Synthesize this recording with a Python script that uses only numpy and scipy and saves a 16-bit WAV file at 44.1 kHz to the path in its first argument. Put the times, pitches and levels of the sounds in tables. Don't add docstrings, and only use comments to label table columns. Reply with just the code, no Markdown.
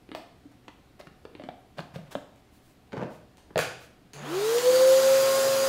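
import sys
import numpy as np
from scipy import signal
from scipy.fft import rfft, irfft
from scipy.io import wavfile
from scipy.ndimage import uniform_filter1d

SR = 44100
rng = np.random.default_rng(int(sys.argv[2]) if len(sys.argv) > 2 else 0)


def makeup_ratio(level_db):
    decades = np.asarray(level_db, float) / 20
    return 10 ** decades


def to_wav(sig):
    pcm = np.clip(np.atleast_2d(sig), -1, 1) * 32767
    pcm = np.round(pcm).astype(np.int16)
    wavfile.write(sys.argv[1], SR, pcm.T)


N = 250488

SWITCH_S, TOP_HZ = 4.133, 539.5
SAG_S = 5.38


def evened(x):
    return x / np.sqrt(np.mean(x ** 2) + 1e-20)


def read(points, hz):
    f, value = np.transpose(points)
    return np.interp(np.log(hz + 1), np.log(f + 1), value)


def curve(rows, t):
    s, *columns = np.transpose(rows)
    return [np.interp(t, s, c) for c in columns]


def add(mix, s, sound):
    part = mix[max(round(s * SR), 0):][:len(sound)]
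    part += sound[:len(part)]


def resonate(x, hz, width):
    turn = np.exp(2j * np.pi * hz * np.arange(len(x)) / SR)
    r = np.exp(-np.pi * width / SR)
    return 2 * (turn * signal.lfilter([1 - r], [1, -r], x / turn)).real


def drift(rate):
    knots = rng.standard_normal(200)
    return uniform_filter1d(np.interp(np.arange(N) / SR * rate, np.arange(200), knots), 400)


def noise(field_db, patchy_db):
    frames, hz = N // 256 + 5, np.fft.rfftfreq(1024, 1 / SR)[:, None]
    a, b, patches = rng.standard_normal((frames, 513, 3)).T
    patches = evened(uniform_filter1d(uniform_filter1d(patches, 10, 0), 10, 1))
    level_db = field_db(hz, np.arange(frames) * 256 / SR) + patchy_db * patches
    return signal.istft((a + 1j * b) * makeup_ratio(level_db), nperseg=1024, noverlap=768)[1][:N]


def ring(hz, t60, t, rise):
    return np.sin(2 * np.pi * hz * t) * makeup_ratio(-60 * t / t60) * (1 - np.exp(-t / rise))


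def room(x):
    # f/Hz, t60/s
    decay = [(100, 0.76), (260, 0.34), (700, 0.57), (1840, 0.54), (4850, 0.53), (9000, 0.43), (15000, 0.27)]
    taps, at = np.zeros(SR), np.arange(260, SR - 20, 20)
    taps[at + rng.integers(0, 20, len(at))] = rng.choice([-1., 1.], len(at))
    hz, t, z = signal.stft(taps, SR, nperseg=256)
    t60 = np.maximum(read(decay, hz), .05)[:, None]
    tail = signal.istft(z * makeup_ratio(-60 * t / t60), SR, nperseg=256)[1]
    return signal.fftconvolve(x, tail / np.linalg.norm(tail))[:N]


def air():
    # f/Hz, density/dB per Hz
    still = [(12, -39), (20, -4.5), (77, 1), (130, -1.5), (168, 0), (204, -1), (293, 0), (590, -11),
             (738, -9), (849, -14), (4060, -22.5), (5850, -28.5), (14700, -34), (16000, -41)]
    # f/Hz, rms/dB
    hums = [(71, -70), (120, -70.5), (745, -74.5)]
    t = np.arange(N) / SR
    tone = makeup_ratio(-58.5) * evened(noise(lambda hz, t: read(still, hz) + 0 * t, patchy_db=.8))
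    for hz, db in hums:
        level = np.sqrt(2) * makeup_ratio(db + 2.0 * drift(3.8))
        tone = tone + level * np.sin(2 * np.pi * hz * t + drift(2.6))
    return tone


def knock(db, hz, crack_db, chance):
    # f/Hz, level/dB
    wall_colour = [(600, -10.5), (1200, 2), (1700, 0), (2700, 2.5), (4500, 1), (6000, -34), (9000, -7)]
    # f/Hz, level/dB re crack, t60/s
    shell = [(1650, -15, .022), (2520, -19, 0.028), (3530, -18, .012)]
    t = np.arange(5000) / SR
    cycles = np.maximum(12.0 - .5 * crack_db, 6)
    body = ring(hz, cycles / hz, t, 0.00039) + 0.34 * ring(1.2 * hz, 4.0 / hz, t, 0.00013)

    modes = np.geomspace(600, 9000, num=40) * (1 + .03 * chance[40:80])
    softness = .3 * min(crack_db + 3, 0)
    modes_db = read(wall_colour, modes) + softness * np.log2(modes / 1200)
    wall = np.zeros(1500)
    for f, g, c in zip(modes, modes_db, chance[100:140]):
        wall += makeup_ratio(g) * np.tanh(3 * c) * ring(f, np.sqrt(.1 / f), t[:1500], .0001)
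    wall = wall + .4 * np.roll(wall, 90 + int(25 * abs(chance[1])))
    wall = wall + .25 * np.roll(wall, 210 + int(40 * abs(chance[2])))

    crack = np.pad(wall / abs(wall).max(), (0, len(t) - len(wall)))
    for (f, g, t60), c in zip(shell, chance[3:6]):
        crack += makeup_ratio(g) * ring(f * (1 + 0.037 * c), t60, t, 0.0001)
    return makeup_ratio(db) * (1.125 * body + makeup_ratio(crack_db + 5.0) * crack)


def hollow(db, hz, t60):
    return makeup_ratio(db) * ring(hz, t60, np.arange(9000) / SR, .003)


def tick(db, hz, chance):
    t = np.arange(len(chance)) / SR
    burst = .5 * resonate(chance, 5800, 4000) + 1.0 * resonate(chance, hz, 2400)
    return makeup_ratio(db) * .5 * burst * makeup_ratio(-60 * t / 0.0093)


def rub(length, db, dull_db):
    count = int(length * SR)
    slips = rng.standard_normal(9000)[:count]
    grip = uniform_filter1d(rng.standard_normal(9000), 90)[:count]
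    slips = slips * makeup_ratio(0.76 * grip * 4.7)
    hz = np.fft.rfftfreq(len(slips), 1 / SR)
    tilt = makeup_ratio(-dull_db * np.log2(hz / 300 + 1)) * hz ** 2 / (hz ** 2 + 350 ** 2)
    slide = evened(irfft(rfft(slips) * tilt, len(slips)))
    return makeup_ratio(db) * slide * signal.windows.tukey(len(slips), .8)


def bump(db, hz, thud_db, chance):
    t = np.arange(5000) / SR
    burst = np.pad(chance * makeup_ratio(-60 * t[:len(chance)] / 0.035), (0, len(t) - len(chance)))
    band = signal.butter(2, [250, np.clip(hz, 300, 9000)], "band", fs=SR, output="sos")
    burst = signal.sosfilt(band, burst)
    push = ring(160 * (1 + 0.15 * chance[0]), 0.051, t, 0.0016)
    return makeup_ratio(db) * (burst / abs(burst).max() + makeup_ratio(thud_db) * push)


def thud(db, hz):
    return makeup_ratio(db) * ring(hz, 0.048, np.arange(5000) / SR, .0037)


def latch(db, hz, t60):
    return makeup_ratio(db) * ring(hz, t60, np.arange(2000) / SR, 0.00028)


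def handling():
    # t/s, peak/dB, body ring f/Hz, crack/dB re peak
    knocks = [(0.089, -38.5, 346, -9.5), (0.115, -32.5, 304, -4.5), (0.148, -25, 680, -6),
              (1.0, -36, 585, -13), (1.01, -50, 660, 7.5), (1.251, -33, 460, -6.5), (1.35, -36.5, 324, -6),
              (1.396, -32.5, 592, -13.5), (1.407, -46, 267, -32), (1.419, -38, 704, -8),
              (1.436, -34.5, 247, -4), (1.487, -25, 727, -13), (1.783, -29, 596, -2),
              (1.79, -29.5, 660, -1), (1.803, -37.5, 323, -2), (1.938, -53, 680, -15),
              (1.958, -30, 530, -8.5), (1.987, -40, 663, -18), (2.151, -19, 598, -8.5),
              (3.38, -47, 870, -5), (3.557, -15, 628, -11.5), (3.569, -16.5, 484, -15),
              (3.578, -21.5, 720, -0.5), (3.582, -29, 540, -14), (3.589, -19.5, 474, 2.5),
              (4.135, -51, 440, 8.5)]
    # t/s, peak/dB, f/Hz, t60/s
    hollows = [(.118, -35, 330, .12), (.454, -35, 285, .08), (.503, -46, 285, .1), (.681, -39, 300, .07),
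               (1.388, -39, 290, .07), (2.156, -33, 280, .25)]
    # t/s, peak/dB, centre f/Hz
    ticks = [(0.1508, -33.5, 2720), (0.6815, -71, 2590), (1.002, -50, 2600), (1.784, -43, 3950),
             (1.9623, -45, 2410), (2.1486, -40, 2570), (2.36, -48.5, 2070), (2.9203, -64, 2230),
             (3.3717, -41.5, 5000), (3.3797, -58, 6800), (3.578, -14.5, 4570), (3.5901, -17, 2330),
             (3.6108, -21, 3500), (3.6174, -47, 3180), (4.134, -30, 2760), (4.146, -52, 7090)]
    # t/s, length/s, level/dB, dullness/dB per octave
    rubs = [(0.51, 0.02, -62, 6.5), (0.989, 0.026, -48, 7.5), (1.371, 0.2, -72, 7.5),
            (1.763, 0.057, -43.5, 9.5), (1.932, 0.046, -48.5, 8), (2.044, 0.054, -59, 9.5),
            (2.103, 0.041, -46.5, 5.5), (2.501, 0.11, -66.5, 2), (2.588, 0.18, -68.5, 1),
            (2.918, 0.13, -40, 16), (3.08, 0.11, -60, 5), (3.375, 0.066, -70, 15),
            (3.768, 0.12, -56.5, 4.5)]
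    # t/s, peak/dB, top of the colour f/Hz, thud/dB re peak
    bumps = [(.681, -31.5, 2150, -12.5), (1.070, -37, 1990, 1.5), (2.921, -37, 2300, -13),
             (2.93, -30, 1860, 0), (2.935, -26, 410, -5), (2.968, -29, 1170, -9), (2.977, -31, 1580, 5),
             (2.986, -46, 1480, -13), (2.993, -33, 620, 5.5), (3.009, -27.5, 980, 1),
             (3.015, -26.5, 790, -14), (3.025, -20.5, 740, -6), (3.032, -29, 1110, -12),
             (3.505, -41.5, 700, -1)]
    # t/s, peak/dB, f/Hz
    thuds = [(1.397, -42, 150), (1.487, -35, 153), (1.785, -28.5, 163), (1.792, -23, 165),
             (1.937, -31, 151), (1.959, -20.5, 152), (1.988, -26.5, 155), (2.154, -26, 180),
             (3.558, -17, 150), (3.57, -37, 165), (3.591, -22, 131)]
    # t/s, peak/dB, f/Hz, t60/s
    latches = [
        (3.5901, -13, 2460, 0.0085),
        (3.5908, -17, 3340, .007),
        (3.5909, -18, 1445, 0.014),
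        (3.601, -21, 1650, 0.018),
        (3.625, -22, 1460, 0.019),
    ]
    # t/s, room share/dB
    room_share = [(.1, -3.5), (1.0, -8), (1.4, -3), (1.49, -7.5), (1.79, -9), (1.96, -7.5), (2.15, -9),
                  (2.95, -3.5), (3.57, -3.5)]

    contacts = []  # (t/s, sound, room share/dB)
    for (s, db, hz, crack_db), chance in zip(knocks, rng.standard_normal((len(knocks), 200))):
        contacts.append((s + 0.001394, knock(db, hz, crack_db, chance), *curve(room_share, s)))
    for (s, db, hz, thud_db), chance in zip(bumps, rng.standard_normal((len(bumps), 700))):
        contacts.append((s, bump(db, hz, thud_db, chance), *curve(room_share, s)))
    for (s, db, hz), chance in zip(ticks, rng.standard_normal((len(ticks), 500))):
        contacts.append((s, tick(db, hz, chance), 3.0))
    contacts += [(s, hollow(*row), -10) for s, *row in hollows]
    contacts += [(s, rub(*row), -5.0) for s, *row in rubs]
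    contacts += [(s, thud(*row), *curve(room_share, s)) for s, *row in thuds]
    contacts += [(s, latch(*row), -3.0) for s, *row in latches]

    direct, sent = np.zeros(N), np.zeros((3, N))
    for k, (s, sound, wet_db) in enumerate(contacts):
        add(direct, s, sound)
        add(sent[k % 3], s, makeup_ratio(wet_db) * sound)
    return direct + sum(room(part) for part in sent)


def sparks():
    # f/Hz, width/Hz, level/dB
    arcs = [(2600, 780, 1.5), (3500, 470, -3), (6630, 1000, 3.5), (10200, 1500, -8), (13900, 1000, -22)]
    t = np.arange(SR // 4) / SR
    crackle = rng.standard_normal(len(t))
    crackle = crackle * makeup_ratio(3.9 * evened(uniform_filter1d(rng.standard_normal(len(t)), 120)))
    colour = np.zeros(len(t))
    for hz, width, db in arcs:
        colour += makeup_ratio(db) * evened(resonate(resonate(crackle, hz, width), hz, width))
    out = np.zeros(N)
    add(out, SWITCH_S, makeup_ratio(-56 - 60 * t / 1.0) * colour)
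    return out


def speed(t):
    # gap/Hz, time constant/s
    run_up = [(466, .215), (73, .09)]
    since = np.maximum(t - SWITCH_S, 0)
    return TOP_HZ - sum(gap * np.exp(-since / tau) for gap, tau in run_up)


def standing_db(waves, hz):
    return sum(db / (1 + (2 * (hz - centre) / width) ** 2) for centre, width, db in waves)


def motor():
    # f/Hz, width/Hz, level/dB
    standing = [(267.8, 23.4, -10.2), (391.4, 100, 8.8), (404.3, 13.6, -6.3), (445, 25, 2.5),
                (468, 8, -2.5), (477.5, 25, 7), (489.8, 7.5, -15), (507.3, 20, 14), (509.4, 4.2, -8.3),
                (517.1, 1.2, -4), (520.3, 3, 2), (527.4, 12.9, 9.6), (531.9, 1.3, -4.4), (534.9, 3.7, 4.2)]
    # f/Hz, width/Hz, level/dB
    standing_overtones = [(300, 50, 6), (352, 30, 12), (362.5, 4, -10), (1006, 20, 6), (1075.4, 3.6, 12.5),
                          (3250, 800, 7), (4660, 150, 6)]
    # shaft order, rms/dB at full speed, growth/dB per octave of speed, unsteadiness/dB
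    overtones = [(2, -47.5, 12, 2), (9, -45.5, 24, 2.5), (.4495, -49, 50, 1), (.676, -52, 20, 1.5),
                 (12, -57, 5, 2.5)]
    # shaft order, rms/dB
    faint = [(.229, -55.5), (1.268, -47), (1.528, -53), (2.227, -51), (2.427, -50), (2.548, -48),
             (2.677, -46), (2.998, -50)]
    t = np.arange(N) / SR
    since = np.maximum(t - SWITCH_S, 0)
    hz = speed(t)
    octaves = np.log2(hz / TOP_HZ)
    turns = 2 * np.pi * np.cumsum(hz) / SR
    running = np.clip(since / 0.035, 0, 1)

    whine_db = -28.9 + 12.7 * octaves - 4 * np.maximum(t - SAG_S, 0)
    whine_db = whine_db + standing_db(standing, hz) + .4 * drift(18)
    whine = np.clip(since / .1, 0, 1) ** 2 * makeup_ratio(whine_db) * np.sin(turns)
    tones = whine + makeup_ratio(-27) * room(whine)
    for k, db, growth_db, waver_db in overtones:
        db = db + growth_db * octaves + standing_db(standing_overtones, k * hz)
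        tones += running * makeup_ratio(db + waver_db * drift(30)) * np.sin(k * turns + .35 * drift(20))
    settled_db = -.5 - .5 * (TOP_HZ - hz)
    for k, db in faint:
        tones += makeup_ratio(db + settled_db + 3 * drift(10)) * np.sin(k * turns + .6 * drift(12))

    boom_db = -56 + 10 * np.exp(-(since / 0.37) ** 4) + 1.3 * drift(6.5)
    boom = makeup_ratio(boom_db) * np.sin(2 * np.pi * 146 * t + 0.47 * drift(12))
    return np.sqrt(2) * (tones + running * boom)


def airflow():
    # f/Hz, density/dB per Hz
    rush = [(50, -30), (120, -12), (190, -17.5), (450, 4), (700, 0.5), (1400, 0), (2200, -4), (4200, -3),
            (5900, -5.5), (6900, -3), (7800, -9), (12000, -14), (14500, -14.5), (16000, -16)]
    # centre f/Hz, level/dB at full speed, growth/dB per octave of speed
    flow_layers = [
        (840, 1, 6),
        (2740, -1, 9),
        (6960, 2, 24),
        (10400, 4, 20.5),
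    ]

    def field_db(hz, t):
        places = np.log([row[0] for row in flow_layers])
        octaves = np.log2(np.maximum(speed(t) / TOP_HZ, .2))
        level_db = read(rush, hz) - 5.5 * np.maximum(t - SAG_S, 0)
        for one_layer, (_, db, growth_db) in zip(np.eye(4), flow_layers):
            share = np.interp(np.log(hz + 1), places, one_layer)
            level_db = level_db + share * (db + growth_db * octaves)
        return level_db

    since = np.arange(N) / SR - SWITCH_S
    return makeup_ratio(-49.5) * noise(field_db, patchy_db=-1.27) * np.clip(since / 0.022, 0, 1)


def crumb():
    out, t = np.zeros(N), np.arange(600) / SR
    flick = resonate(rng.standard_normal(600), 3600, 1500) * makeup_ratio(-60 * t / .025)
    add(out, 4.583, makeup_ratio(-28) * 3 * flick)
    return out


def scene():
    near = signal.sosfilt(signal.butter(2, 105, "high", fs=SR, output="sos"), handling())
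    mono = air() + near + sparks() + motor() + airflow() + crumb()
    return np.array([mono, mono])


def low_pass(x):
    return signal.sosfilt(signal.butter(12, 16480, fs=SR, output="sos"), x)


def record(dry):
    band_limit = signal.firwin(1023, 15780, window=("kaiser", 9), fs=SR)
    limited = signal.oaconvolve(dry, band_limit[None], "same")
    return low_pass(limited)


dry = scene()
out = record(dry)
to_wav(out)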